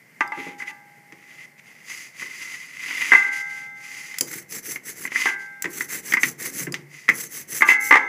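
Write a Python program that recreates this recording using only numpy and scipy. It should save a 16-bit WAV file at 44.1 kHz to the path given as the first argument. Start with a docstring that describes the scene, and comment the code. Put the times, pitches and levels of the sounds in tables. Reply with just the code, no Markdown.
"""A rubber roller inks a carved printing block: tacky ink hisses on every stroke, the carving rumbles
under the rubber, and the roller's frame chatters, clacks and ticks. Before and between the strokes come
scrapes over the table and soft thuds. A few knocks set a metal stand ringing, and once it buzzes.
A hard body resonance near 2 kHz colours much of the work, heard close up in a quiet room."""
import sys
import numpy as np
from scipy import signal
from scipy.fft import rfft, irfft
from scipy.io import wavfile
from scipy.ndimage import uniform_filter1d, minimum_filter1d

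SR = 44100
rng = np.random.default_rng(int(sys.argv[2]) if len(sys.argv) > 2 else 0)


def unload_audio(sound):
    """Save the sound as a 16-bit wav file, at the path given as the first command line argument."""
    columns = np.transpose(np.atleast_2d(sound))
    # keep every value between -1 and 1, then stretch to whole-number steps
    steps = np.round(np.clip(columns, -1, 1) * 32767)
    wavfile.write(sys.argv[1], SR, steps.astype(np.int16))


N = 356328
TIME = np.arange(N) / SR


def amp(db):
    """Decibels to gain."""
    return 10 ** (np.asarray(db) / 20)


def unit(x):
    """Scales to rms 1."""
    return x / np.sqrt(np.mean(x ** 2) + 1e-20)


def band_unit(x, lo_hz, hi_hz):
    """Scales so that one band has rms 1."""
    hz = np.fft.rfftfreq(len(x), 1 / SR)
    return x / np.std(irfft(rfft(x) * ((hz > lo_hz) & (hz < hi_hz))))


def curve_at(points, hz):
    """Reads a curve on a log-frequency axis."""
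    point_hz, value = np.transpose(points)
    return np.interp(np.log(hz + 1), np.log(point_hz), value)


def add(mix, s, sound):
    """Mixes a sound in at time s."""
    part = mix[max(round(s * SR), 0):][:len(sound)]
    part += sound[:len(part)]


def colour(x, eq, size=4096):
    """Plays x through a minimum-phase body with the given EQ curve."""
    log_gain = np.log(amp(curve_at(eq, abs(np.fft.fftfreq(size, 1 / SR)))))
    response = np.fft.ifft(np.exp(np.conj(signal.hilbert(log_gain)))).real
    return signal.fftconvolve(x, response[:size // 2])[:len(x)]


def wander(rate_hz):
    """Smooth random modulation of rms 1, rolling off above the given rate."""
    hz = np.fft.rfftfreq(N, 1 / SR)
    return unit(irfft(rfft(rng.standard_normal(N)) * np.exp(-(hz / rate_hz) ** 2), N))


def grains(per_s, spread_db):
    """A dense crackle of tiny snaps of uneven size."""
    size = amp(spread_db * np.minimum(rng.exponential(1, N), 4))
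    return unit(size * rng.choice([-1, 1], N) * (rng.random(N) < per_s / SR))


def gesture(start, fastest, end):
    """The speed of a movement: from rest up to 1 and back to rest."""
    return abs(np.sin(np.interp(TIME, [start, fastest, end], [0, np.pi / 2, np.pi])))


def impact(eq, decay_s, tail_db, tail_s, push):
    """One push, a brief contact rattle and a weaker after-shake, through a body; peak 1."""
    t = np.arange(SR // 2) / SR
    envelope = np.exp(-t / decay_s) + amp(tail_db) * np.exp(-t / tail_s)
    force = rng.choice([-1, 1], len(t)) * envelope
    force[0] = push
    hit = colour(force, eq)
    return hit / abs(hit).max()


def ring(modes, gain_db, rise_s):
    """Dying partials that swell briefly as a blow spreads through the object."""
    t = np.arange(3 * SR // 2) / SR
    hz, mode_db, t60 = np.transpose(modes)[:, :, None]
    partials = np.sin(2 * np.pi * (hz * t + rng.random(hz.shape))) * np.exp(-np.log(1000) * t / t60)
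    attack = 1 - np.exp(-t / rise_s)
    fade_out = 1 - (t / t[-1]) ** 10
    return (amp(mode_db + gain_db) * partials).sum(0) * attack * fade_out


# tone of the room's hush: (frequency [Hz], level [dB])
ROOM_TONE_EQ = [(25, -77), (80, -18.5), (140, 6.5), (300, -3), (600, -7), (1300, -12), (1750, -3.5),
                (2050, 7), (2400, -7), (3800, -22.5), (4900, -15.5), (8000, -19), (15000, -20)]

def room_tone(level_db=-53):
    """A steady bed of soft noise with a slight flutter in level."""
    hush = colour(rng.standard_normal(N), ROOM_TONE_EQ)
    return amp(level_db) * unit(hush * amp(wander(rate_hz=13)))


def focus(hz, pitch_hz):
    """0 at the pitch that a blow excites most, -1 far from it."""
    return np.exp(-(np.log2(hz / pitch_hz) / 0.5) ** 2) - 1


# ringing modes of the metal stand: (frequency [Hz], level [dB], decay to -60 dB [s])
STAND_MODES = [(294.5, -4, 0.36), (818.4, -9.5, 3), (874, 6, 0.29), (967, -13.5, 1.35), (1183, 4, 0.37),
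               (1319, -14.5, 2.5), (1444, -8, 0.49), (1576, -1.5, 1.34), (1599, 9.5, 0.18), (1683, 2, 0.48),
               (1997, -1.5, 0.83), (1996, -2.5, 0.72), (2042, 12.5, 0.38), (2070, -3.5, 2.1),
               (2180, -7, 1.5), (2220, -11, 0.6), (2625, -20, 0.65), (2680, -24, 1), (2670, 2.5, 0.29),
               (3560, -26, 3.4), (6000, -28, 0.15), (6250, -24, 2.4)]
# tone of a knock's opening crack: (frequency [Hz], level [dB])
CRACK_EQ = [(40, -47), (130, -40.5), (280, -16.5), (420, -19), (650, -23), (900, -9.5), (1400, -14.5),
            (1800, -7.5), (2070, 4.5), (2350, -12.5), (3000, -23), (4200, -35), (6200, -32.5),
            (9000, -44.5), (15000, -52)]
# blows on the stand: (time [s], crack peak [dB], ring gain [dB], most excited pitch [Hz],
# ring length [factor], rebounds [count, rounded], step per rebound [dB])
KNOCK_CUES = [(0.2076, -8.5, -18.5, 1110, 0.23, 0, 0), (.3205, -20, -32, 900, 0.72, 0, 0),
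              (.601, -34, -45, 1850, 0.75, 0.5, 0), (.695, -52, -43, 666, 1.32, 0, 0),
              (3.119, 1, -20.5, 1800, 1.12, 2.5, -3), (5.257, -7, -29, 1700, 0.95, 7, -7),
              (7.6208, 2, -22.5, 1290, 1.06, 0, 0), (7.688, -4.5, -20.5, 2230, 0.95, 2, -4.5),
              (7.9097, 0.5, -19, 1180, 0.88, 3.5, -1)]

def stand_knocks(rebound_s=0.0153, rebound_ring_db=-6):
    """A crack, then a metal ring that lingering contact damps; rebounds stir the modes less."""
    out, mode_hz = np.zeros(N), np.array(STAND_MODES)[:, :1]
    for s, peak_db, ring_db, pitch_hz, length, rebounds, step_db in KNOCK_CUES:
        body = [(hz, db + 1.7 * focus(hz, pitch_hz)) for hz, db in CRACK_EQ]
        modes = np.array(STAND_MODES) * [1, 1, length]
        for k in range(1 + round(rebounds)):
            crack = amp(peak_db) * impact(body, decay_s=0.0072, tail_db=-22.5, tail_s=0.062, push=7.2)
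            drive_db = ring_db + rebound_ring_db * (k > 0) + 13 * focus(mode_hz, pitch_hz)
            metal = ring(modes, drive_db, rise_s=0.00025)
            for layer in (crack, metal):
                add(out, s + k * rebound_s, amp(k * step_db) * layer)
    return out


# bright tone of an axle tick: (frequency [Hz], level [dB])
TICK_EQ = [(200, -62), (2000, -4), (3800, -14.5), (4600, -11), (4900, 13), (5400, -3), (7500, 2),
           (9000, -10), (10500, 0.5), (12000, -16), (13500, -5), (15500, -4)]
# ticks of the axle: (time [s], peak [dB], wire ping near 5 kHz [dB])
TICK_CUES = [(.2763, -36, 2), (4.1852, -9, -12), (4.2094, -2.5, -2.5), (5.6227, -10.5, -22),
             (6.137, -13.5, 1), (6.723, -17, -5), (7.096, -18, -8)]

def axle_ticks():
    """The roller's axle snaps against its frame and pings the wire."""
    out = np.zeros(N)
    for s, peak_db, ping_db in TICK_CUES:
        wire = [(hz, db + ping_db * (4700 < hz < 5200)) for hz, db in TICK_EQ]
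        add(out, s, amp(peak_db) * impact(wire, decay_s=0.0022, tail_db=-25.5, tail_s=0.029, push=0.99))
    return out


# hard body of the scrape: (frequency [Hz], level [dB])
SCRAPE_EQ = [(60, -29), (150, -45), (290, -19), (420, -29.5), (650, -35), (1100, -19.5), (1650, -17),
             (1900, -6), (2050, 5), (2200, -7), (2400, -7.5), (2700, -11.5), (3600, -21.5), (5000, -34),
             (9000, -42.5)]
# dry hiss on top of it: (frequency [Hz], level [dB])
HISS_EQ = [(2500, -20), (4200, -7), (4900, 4), (5400, -3), (6200, 4.5), (7500, -3.5), (8700, -10),
           (10500, -3.5), (12000, -13.5), (15000, -11.5)]
# scraping pushes over the table; the last row is the metal stand's short buzz after a knock:
# (start [s], fastest [s], end [s], scrape [dB], hiss relative to scrape [dB])
SCRAPE_CUES = [(0.3, 0.443, 0.57, -43.5, -9), (0.576, 0.597, 0.66, -46.5, -2.5),
               (0.647, 0.698, 0.72, -42, -8), (1.08, 1.465, 1.46, -53, -5), (1.57, 1.6, 1.6, -52.5, -7),
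               (1.617, 1.68, 1.96, -57.5, -3), (1.827, 1.927, 2.16, -44.5, 1.5),
               (2.13, 2.217, 2.364, -43.5, -2), (2.288, 2.39, 2.85, -43.5, -1),
               (2.674, 3.058, 3.355, -34, -5), (3.3, 3.358, 3.46, -44.5, 1.5),
               (3.413, 3.53, 3.73, -49.5, -1), (3.73, 3.979, 4.29, -46, 1),
               (5.093, 5.22, 5.364, -32.5, -2.5), (5.373, 5.42, 5.5, -54.5, 1),
               (6.875, 6.968, 7.16, -53.5, 0.5), (7.669, 7.687, 7.78, -30, -6.5)]

def scrapes_and_buzz():
    """Tiny catches of contact drive the 2 kHz body and a dry hiss; both swell with speed."""
    scrape_gain, hiss_gain = np.zeros((2, N))
    for start, fastest, end, scrape_db, hiss_db in SCRAPE_CUES:
        speed = gesture(start, fastest, end)
        scrape_gain += amp(scrape_db) * speed ** 1.5
        hiss_gain += amp(scrape_db + hiss_db) * speed ** 1.54
    grip = wander(rate_hz=35)
    scrape = colour(grains(per_s=2500, spread_db=3.4) * amp(2.0 * grip), SCRAPE_EQ)
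    hiss = colour(grains(per_s=24000, spread_db=3.0) * amp(1.25 * grip), HISS_EQ)
    return scrape_gain * band_unit(scrape, 2230, 3000) + hiss_gain * band_unit(hiss, 5000, 11000)


# low modes of the table top: (frequency [Hz], level [dB], decay to -60 dB [s])
TABLE_MODES = [(134.6, -15, 0.78), (144.5, -1.5, 0.38), (174.6, -2.5, 0.25), (291, -8, 0.17)]
# dull tone of a landing: (frequency [Hz], level [dB])
THUD_EQ = [(30, -40), (90, -15), (140, -15.5), (300, 1), (480, -5), (700, -20.5), (1200, -14), (4000, -65)]
# landings on the table: (time [s], thud peak [dB], boom gain [dB])
THUD_CUES = [(0.374, -29, -56), (0.467, -30.5, -62), (1.121, -42, -52), (2.22, -40, -62),
             (4.209, -27.5, -43.5), (5.647, -27.5, -41.5), (6.236, -31.5, -34), (6.609, -34.5, -33),
             (6.673, -24, -29.5), (6.728, -30.5, -44), (7.09, -24, -38)]

def table_thuds():
    """A soft landing gives a dull bump and sets the table top booming."""
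    out = np.zeros(N)
    for s, peak_db, boom_db in THUD_CUES:
        add(out, s, amp(peak_db) * impact(THUD_EQ, decay_s=0.027, tail_db=-27, tail_s=0.037, push=6))
        add(out, s, ring(TABLE_MODES, boom_db, rise_s=0.01))
    return out


# dry tone of a clack: (frequency [Hz], level [dB])
CLACK_EQ = [(60, -51.5), (250, -17), (650, -31.5), (950, -21), (1650, -13), (2050, 0.5), (2400, -12.5),
            (3300, -28.5), (4200, -35.5), (6200, -29.5), (9000, -48), (15000, -49.5)]
# clacks of roller frame and block: (time [s], peak [dB], hard edge above 3 kHz [dB])
CLACK_CUES = [(0.622, -23, -8), (1.123, -30.5, 9), (2.221, -23.5, -15), (2.909, -18, -25),
              (4.1415, -24.5, 12.5), (4.7587, -19.5, 2), (5.0523, -16.5, -12), (5.0753, -19.5, 4),
              (5.119, -18.5, -5), (5.159, -7.5, -14), (5.6431, -15, 5), (5.656, -13, -1), (5.808, -11, 0.5),
              (6.1222, -9.5, 4), (6.1374, -3.5, -3), (6.17, -9.5, -6), (6.233, -0.5, 6.5),
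              (6.669, -21.5, -2), (6.7421, -13, 15), (7.0821, -12.5, -2), (7.0889, 0, -4),
              (7.1059, -13, -4), (7.608, -11.5, -4)]

def frame_clacks():
    """A full hit rings the hard frame; softer ones bring out the woody body near 1 kHz."""
    out = np.zeros(N)
    for s, peak_db, edge_db in CLACK_CUES:
        wood_db = min(-4 - 0.4 * peak_db, 1.5)
        body = [(hz, db + wood_db * (600 < hz < 1400) + edge_db * (hz > 3000)) for hz, db in CLACK_EQ]
        add(out, s, amp(peak_db) * impact(body, decay_s=0.0027, tail_db=-4, tail_s=0.012, push=7.3))
    return out


def shimmer(x, depth_db):
    """The tone shifts at random from one patch of ink to the next, about 700 Hz by 30 ms."""
    spectrum = signal.stft(x, nperseg=256)[2]
    bands = uniform_filter1d(rng.standard_normal(spectrum.shape), size=4, axis=0)
    patches = unit(uniform_filter1d(bands, size=10, axis=1))
    return unit(signal.istft(spectrum * amp(depth_db * patches), nperseg=256)[1][:N])


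# sizzle of tacky ink: (frequency [Hz], level [dB])
INK_EQ = [(500, -45), (2600, -4.5), (3800, -11.5), (5400, -1.5), (6300, 10.5), (6900, -4.5), (7500, 7.5),
          (8700, -7.5), (10500, 6), (12000, -3.5), (14500, 4.5), (16000, -16)]
# midrange chatter of the roller's frame: (frequency [Hz], level [dB])
CHATTER_EQ = [(300, -62), (700, -17), (1000, -14), (1600, -4.5), (2050, 4), (2400, -7), (3200, -17.5),
              (6000, -13)]
# low rumble of the table under the block: (frequency [Hz], level [dB])
RUMBLE_EQ = [(25, 13), (60, -30), (100, -7.5), (140, -2.5), (200, -3), (320, 0.5), (480, -4.5),
             (750, -21.5), (2000, -69)]
# roller strokes, rest to rest: (start [s], end [s], ink hiss [dB], pressure on the carving [dB])
STROKE_CUES = [(4.239, 4.445, -37, -1), (4.477, 4.618, -33, -0.5), (4.617, 4.787, -31.5, 0.5),
               (4.825, 4.953, -37, -4), (4.937, 5.098, -37.5, -3.5), (5.672, 5.89, -35, -2),
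               (5.866, 6.022, -33, 3), (6.015, 6.176, -34, 1), (6.178, 6.342, -31.5, 1),
               (6.372, 6.527, -32, 5.5), (6.51, 6.674, -30, 3.5), (7.1, 7.295, -33.5, -3.5),
               (7.28, 7.454, -35, -4.5), (7.466, 7.646, -31, 0.5), (7.64, 7.754, -31.5, -3),
               (7.788, 7.934, -31.5, -4.5)]

def roller_strokes(rumble_db=-41, chatter_db=-36.5, fastest_share=0.54):
    """Each stroke speeds up and stops; ink threads snap, and the carving shakes roller and table."""
    ink_gain, rumble_gain, chatter_gain = np.zeros((3, N))
    for start, end, ink_db, pressure_db in STROKE_CUES:
        speed = gesture(start, start + fastest_share * (end - start), end)
        ink_gain += amp(ink_db) * speed ** 1.5
        rumble_gain += amp(rumble_db + pressure_db) * speed
        chatter_gain += amp(chatter_db + pressure_db) * speed ** 1.67
    ridges = wander(rate_hz=47)  # the inked area under the rubber changes from ridge to ridge
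    snaps = colour(grains(per_s=6000, spread_db=3.8), INK_EQ)
    ink = shimmer(snaps * amp(1.6 * ridges), depth_db=2.4)
    chatter = unit(colour(grains(per_s=3000, spread_db=0.5), CHATTER_EQ) * amp(3.0 * ridges))
    rumble = unit(colour(grains(per_s=500, spread_db=2), RUMBLE_EQ))
    return ink_gain * ink + chatter_gain * chatter + rumble_gain * rumble


# reverb time of the room: (frequency [Hz], decay to -60 dB [s])
REVERB_DECAY = [(100, 0.73), (500, 0.62), (2000, 0.17), (6000, 0.22), (15000, 0.15)]

def reverb(x):
    """The room's diffuse tail, the treble dying first."""
    hz, t, spectrum = signal.stft(rng.standard_normal(SR // 2), SR, nperseg=256)
    decay = amp(-60 * t / curve_at(REVERB_DECAY, hz)[:, None])
    tail = signal.istft(spectrum * decay, SR, nperseg=256)[1]
    tail[:SR // 200] = 0  # 5 ms pre-delay
    return signal.fftconvolve(x, tail / np.linalg.norm(tail))[:N]


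def scene():
    """The mono mix: all the table work up close, with a touch of reverb, over room tone."""
    work = roller_strokes() + scrapes_and_buzz() + stand_knocks()
    work += frame_clacks() + axle_ticks() + table_thuds()
    return (work + amp(-14) * reverb(work) + room_tone())[None]


def record(dry, low_cut_hz=94, high_cut_hz=15350):
    """A low cut, a fast limiter that holds the loudest hits at full scale, then a steep high cut."""
    thin = signal.sosfilt(signal.butter(2, low_cut_hz, "highpass", fs=SR, output="sos"), dry)
    safe_gain = minimum_filter1d(1 / np.maximum(abs(thin), 1), size=45)
    limited = thin * uniform_filter1d(safe_gain, size=45)
    high_cut = signal.firwin(255, high_cut_hz, window=("kaiser", 8), fs=SR)
    return signal.oaconvolve(limited, high_cut[None], "same")


dry = scene()
out = record(dry)
unload_audio(out)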